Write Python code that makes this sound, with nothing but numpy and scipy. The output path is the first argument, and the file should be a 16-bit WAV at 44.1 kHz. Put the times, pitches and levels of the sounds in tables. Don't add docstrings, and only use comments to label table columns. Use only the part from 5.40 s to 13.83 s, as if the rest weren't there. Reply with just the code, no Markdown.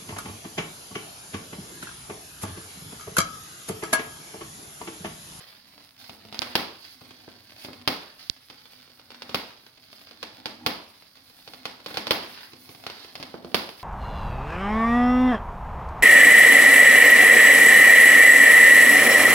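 import sys
import numpy as np
from scipy import signal
from scipy.fft import rfft, irfft, next_fast_len
from scipy.io import wavfile
from scipy.ndimage import uniform_filter1d

SR = 44100
rng = np.random.default_rng(int(sys.argv[2]) if len(sys.argv) > 2 else 0)


def wrap_up_sound(samples):
    columns = np.atleast_2d(samples).T
    tamed = np.clip(columns, -1, 1)
    steps = np.round(tamed * 32767).astype(np.int16)
    wavfile.write(sys.argv[1], SR, steps)


N = 371772
TIME = np.arange(N) / SR
RIPPLE_HZ = 120
MIC_LAG_MS, MIC_SPACING_MS = 0.11, 0.26

# frequency_hz, density_db
BACKGROUND_SPECTRUM = [(25, -9), (60, -8), (110, -4.5), (170, -7.5), (400, -21), (1500, -17.5),
                       (16000, -78)]
# start_s, bang_db, sizzle_db, fizz_db, short_arc_flutter_db, long_arc_flutter_db
ARC_CLIMBS = [(-0.2, 6, -62.5, -53, -76.5, -56), (1.154, 7.5, -60, -52.5, -72.5, -64.5),
              (2.4762, 6.5, -61.5, -53, -77.5, -64.5), (3.9454, 2.5, -61.5, -55, -78.5, -54),
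              (5.263, 5.5, -62.5, -54, -76.5, -56.5), (6.7086, 8.5, -61.5, -51, -70.5, -54),
              (8.1448, 7, -66, -46, -74, -56)]
# middle_s, half_width_s, dip_db
GLIDE_LULLS = [(0.24, 0.06, 0.5), (0.52, 0.047, 6.5), (1.57, 0.051, 2.5), (2.42, 0.031, 8), (3.0, 0.065, 1),
               (3.62, 0.15, 5), (4.32, 0.066, 6.5), (5.19, 0.06, 2), (5.72, 0.074, 2.5), (8.05, 0.13, 4)]
# start_s, hold_s, sizzle_db, fizz_db, crackle_db
FRYING_SPURTS = [(-0.02, 0.013, -55, -48, -52.5), (0.056, 0.037, -62, -49.5, -57.5),
                 (0.576, 0.072, -53, -46.5, -66), (0.927, 0.27, -60, -48.5, -53),
                 (1.379, 0.12, -54.5, -48.5, -83), (2.172, 0.051, -54, -44.5, -56),
                 (2.6, 0.062, -59, -61, -60), (2.776, 0.045, -53, -53, -63), (3.848, 0.24, -64, -56, -57.5),
                 (4.483, 0.11, -71, -51, -85), (5.926, 0.2, -66, -50, -78), (6.47, 0.1, -63, -43, -49.5),
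                 (6.797, 0.23, -55, -45, -52.5), (7.18, 0.12, -78, -47, -83), (7.485, 0.16, -54, -56, -58),
                 (7.792, 0.039, -60, -62, -55), (8.364, 0.08, -56.5, -57, -79)]
# frequency_hz, density_db
PLUME_SPECTRUM = [(30, -34), (60, -15), (98, 5), (135, -7.5), (195, 0), (255, 8.5), (335, -0.5), (420, -15),
                  (720, 1), (1400, -22.5), (4000, -36)]
# left_delay_ms, right_delay_ms, level_db
REFLECTIONS = [(1.364, 1.235, -4.5), (2.347, 3.9, -15), (6.045, 14, -11.5), (10.65, 9.9, -7.5),
               (22.4, 12, -23)]
# frequency_hz, level_db, t60_s
REVERB_BANDS = [(50, 4, 0.58), (133, -12, 0.63), (229, 9, 0.37), (348, 1, 0.54), (736, 1.5, 0.47),
                (1090, -1.5, 0.58), (1880, 5, 0.39), (2760, -4.5, 0.54), (3550, -.5, 0.48),
                (7860, -0.5, 0.44), (14900, 6, 0.24)]
# start_s, crack_db, thump_db
LOOP_SNAPS = [(0.6952, -16.5, -10), (0.8512, -25, -18), (0.926, -15, -11), (0.9449, -13.5, -25),
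              (1.019, -2, -17), (1.6148, -26, -11.5), (1.7078, -21.5, -19.5), (1.8785, -51, -8),
              (2.1632, -26.5, -40), (2.2482, -14.5, -8.5), (2.2854, -41, -4.5), (2.3319, -20.5, -34),
              (3.1007, -19, -17), (3.334, -29, -39), (3.596, -27, -35), (3.7044, -21.5, -18),
              (3.7455, -23, -45.5), (3.8209, -13.5, -16), (3.894, -15.5, -9), (4.5293, -23.5, -28),
              (4.6708, -26, -31), (4.7105, -23, -19), (4.8288, -7.5, -16), (5.0576, -4.5, -6),
              (6.0766, -17.5, -13.5), (6.136, -17.5, -20), (6.2545, -5, -11.5), (6.4615, -9, -7.5),
              (6.506, -22, -8), (6.543, -13, -9), (6.5717, -0.5, -3.5), (6.6697, -4, -3),
              (7.1335, -23, -15), (7.2916, -21, -11.5), (7.3488, -23.5, -20), (7.4386, -20.5, -25),
              (7.466, -7.5, -11), (7.4998, -14, -16), (7.6471, -21.5, -17), (7.7542, -12, -13),
              (7.8, -18.5, -5), (7.8275, -11, -15), (7.9418, -33, 0.5), (8.0469, -21.5, -2.5),
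              (8.291, -15.5, -19)]
# start_s, level_db
PICKUP_SPIKES = [(0.9918, -1.5), (2.8986, 2.5)]
# frequency_hz, left_db, right_db
MIC_RESPONSE = [(30.8, -9.5, -5.5), (81.5, -1, 0.5), (308, -1, 0), (970, 0, -1.5), (2000, 1, -1),
                (3300, -0.5, 1.5), (4810, -7, 6), (5414, -13, -2), (7480, -31.5, -18), (10060, -19, -11),
                (11630, -16.5, -13), (13800, -13, -45), (16400, -9, -3)]


def from_db(db):
    return 10 ** (np.asarray(db) / 20)


def rms_one(x):
    return x / np.sqrt(np.mean(x ** 2) + 1e-20)


def at_hz(rows, hz):
    points, *columns = np.transpose(rows)
    return np.array([np.interp(np.log(np.maximum(hz, 1)), np.log(points), c) for c in columns])


def band(x, low_hz, high_hz, order=2):
    return signal.sosfilt(signal.butter(order, [low_hz, high_hz], "band", fs=SR, output="sos"), x + 1e-18)


def colour(x, rows):
    size = next_fast_len(N + SR // 2)
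    hz = np.arange(size // 2 + 1) * SR / size
    cepstrum = irfft(np.log(from_db(at_hz(rows, hz))), size)
    cepstrum[:, 1:size // 2] *= 2
    cepstrum[:, size // 2 + 1:] = 0
    return irfft(rfft(x, size) * np.exp(rfft(cepstrum)), size)[:, :N]


def delayed(x, ms):
    lag = np.round(np.abs(ms) * SR / 1000).astype(int)
    return x[np.clip(np.arange(N) - lag, 0, N - 1)]


def drift(rate_hz):
    return rms_one(np.interp(TIME * rate_hz, np.arange(N // 20), rng.standard_normal(N // 20)))


def clicks(times, levels_db):
    index = np.round(np.asarray(times) * SR).astype(int)
    heard = (index >= 0) & (index < N)
    return np.bincount(index[heard], from_db(levels_db)[heard], N)


def discharges(per_s, spread_db):
    sizes = from_db(spread_db * np.minimum(rng.exponential(1, N), 4))
    return sizes * (rng.random(N) < per_s / SR)


def room_tone():
    hum = from_db(-75) * np.sin(2 * np.pi * RIPPLE_HZ * TIME) * from_db(0.42 * drift(rate_hz=6.45))
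    return hum + from_db(-67.5) * rms_one(colour(rng.standard_normal(N), BACKGROUND_SPECTRUM))


def arc_length(last_climb_s=1.7, stretch_power=2.06):
    starts = np.transpose(ARC_CLIMBS)[0]
    climb = np.maximum(np.searchsorted(starts, TIME, side="right") - 1, 0)
    durations = np.append(np.diff(starts), last_climb_s)
    return climb, np.clip((TIME - starts[climb]) / durations[climb], 0, 1) ** stretch_power


def lulls():
    return sum(db * np.exp(-((TIME - s) / width_s) ** 2) for s, width_s, db in GLIDE_LULLS)


def with_spurts(steady_db, attack_s=0.016, release_s=0.055):
    power = from_db(steady_db) ** 2
    for start_s, hold_s, *levels_db in FRYING_SPURTS:
        envelope = np.interp(TIME - start_s, np.cumsum([0, attack_s, hold_s, release_s]), [0, 1, 1, 0])
        power += np.outer(from_db(levels_db), envelope) ** 2
    return np.sqrt(power)


def frying():
    climb, length = arc_length()
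    sizzle_db, fizz_db = np.transpose(ARC_CLIMBS)[2:4, climb]
    dip_db = lulls()
    hiss_gain, fizz_gain, crackle_gain = with_spurts(
        [sizzle_db - length - dip_db, fizz_db - length - dip_db / 2, -73.5 + 10.5 * length - dip_db])
    sizzle = rms_one(band(discharges(per_s=6000, spread_db=5), 3680, 6700, order=1))
    spits = rms_one(band(discharges(per_s=85, spread_db=1.9), 1100, 8000, order=1))
    hiss = (sizzle + from_db(-2) * spits) * from_db(1.8 * drift(rate_hz=90))
    fizz = rms_one(band(discharges(per_s=5000, spread_db=3), 8500, 18000))
    fizz *= from_db(2.3 * drift(rate_hz=50))
    crackle = rms_one(band(discharges(per_s=800, spread_db=5.5), 554, 3580, order=1))
    return hiss_gain * hiss + fizz_gain * fizz + crackle_gain * crackle


def plume_flutter():
    climb, length = arc_length()
    short_db, long_db = np.transpose(ARC_CLIMBS)[4:, climb]
    settled_db = short_db - 2.1 * lulls()
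    level_db = settled_db * (1 - length) + long_db * length
    noise = rms_one(colour(rng.standard_normal(N), PLUME_SPECTRUM)[0])
    return noise * from_db(level_db + 2.9 * drift(rate_hz=71))


def diffuse_field(t):
    hz = np.arange(len(t) // 2 + 1) * SR / len(t)
    coherence = .97 / (1 + (2 * np.pi * hz * MIC_SPACING_MS / 1000) ** 2)
    mid, side = np.sqrt(len(t)) * np.exp(2j * np.pi * rng.random((2, len(hz))))
    spectrum = np.sqrt((1 + coherence) / 2) * mid + np.sqrt((1 - coherence) / 2) * side * [[1], [-1]]
    edges_hz = np.geomspace(30, 20000, 22)
    tail = 0
    for low, high in zip(edges_hz, edges_hz[1:]):
        level_db, t60_s = at_hz(REVERB_BANDS, np.sqrt(low * high))
        noise = irfft(spectrum * ((hz >= low) & (hz < high)), len(t))
        tail += noise * from_db(level_db - 60 * t / t60_s)
    return irfft(spectrum, len(t)), tail


def workshop(x, scatter_db=-23, scatter_s=0.0081, reverb_db=-30.5, onset_s=0.012):
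    t = np.arange(SR * 3 // 4) / SR
    out = np.array([x, delayed(x, MIC_LAG_MS)])
    for left_ms, right_ms, level_db in REFLECTIONS:
        sway_ms = .45 * drift(rate_hz=5)
        out += from_db(level_db) * np.array([delayed(x, ms + sway_ms) for ms in (left_ms, right_ms)])
    shares = np.array([drift(rate_hz=5) for _ in range(4)])
    for share in shares / np.linalg.norm(shares, axis=0):
        field, tail = diffuse_field(t)
        scatter = from_db(scatter_db) * field * np.exp(-(t / scatter_s) ** 2)
        reverb = from_db(reverb_db) * tail * (1 - np.exp(-t / onset_s))
        out += signal.fftconvolve((share * x)[None], scatter + reverb, axes=1)[:, :N]
    return out


def foot_ticks():
    _, length = arc_length()
    hops = discharges(per_s=34, spread_db=2.3) * np.sqrt(np.abs(np.sin(np.pi * length)))
    ticks = -from_db(-27) * band(hops, 1800, 15000, order=1)
    return np.array([ticks, delayed(ticks, MIC_LAG_MS)])


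def faint_snaps(per_s=7, spread_db=3.5):
    jitter = rng.standard_normal((100, 3))
    times = (np.arange(len(jitter)) + .5 * jitter[:, 0]) / per_s
    return np.column_stack([times, [-31, -35.5] + spread_db * jitter[:, 1:]])


def sparks(rarefaction_s=.00045):
    bangs = [(start_s, db, db - 0.7) for start_s, db, *_ in ARC_CLIMBS]
    times, crack_db, thump_db = np.vstack([faint_snaps(), LOOP_SNAPS, bangs]).T
    rarefaction = band(clicks(times + rarefaction_s, crack_db - 5), 60, 940, order=1)
    crack = from_db(5.5) * band(clicks(times, crack_db) - rarefaction, 183, 8300, order=1)
    thump = from_db(4.5) * band(clicks(times, thump_db), 122, 590, order=1)
    return -(crack + band(thump, 45, 1490))


def growl(long_arc_db=-50.5, rise_db=42):
    _, length = arc_length()
    gain = uniform_filter1d(from_db(long_arc_db - rise_db * (1 - length)), size=400)
    gain *= from_db(1.9 * drift(rate_hz=21))
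    return gain * np.sin(2 * np.pi * 2 * RIPPLE_HZ * TIME + 0.37 * drift(rate_hz=12))


def pickup(ring_hz=4500, ring_s=0.00015, swing_hz=182, swing_s=0.00072):
    t = TIME[:SR // 50]
    ring = np.sin(2 * np.pi * ring_hz * t) * t / ring_s * np.exp(1 - t / ring_s)
    swing = from_db(-10.5) * np.sin(2 * np.pi * swing_hz * t) * np.exp(-t / swing_s)
    spikes = signal.fftconvolve(clicks(*np.transpose(PICKUP_SPIKES)), ring + swing)[:N]
    return band(spikes, 67, 16000) * from_db([[-36], [-1.5]])


def bang_edges():
    times, bang_db = np.transpose(ARC_CLIMBS)[:2]
    return -band(clicks(times, bang_db), 7950, 17600)


def scene():
    arc = workshop(sparks() + bang_edges() + frying() + plume_flutter())
    return colour(arc + room_tone() + foot_ticks() + growl(), MIC_RESPONSE) + pickup()


def record(dry):
    cutoff_hz = 15850
    return signal.sosfilt(signal.ellip(10, .1, 80, cutoff_hz, fs=SR, output="sos"), np.tanh(dry))


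dry = scene()
out = record(dry)
wrap_up_sound(out)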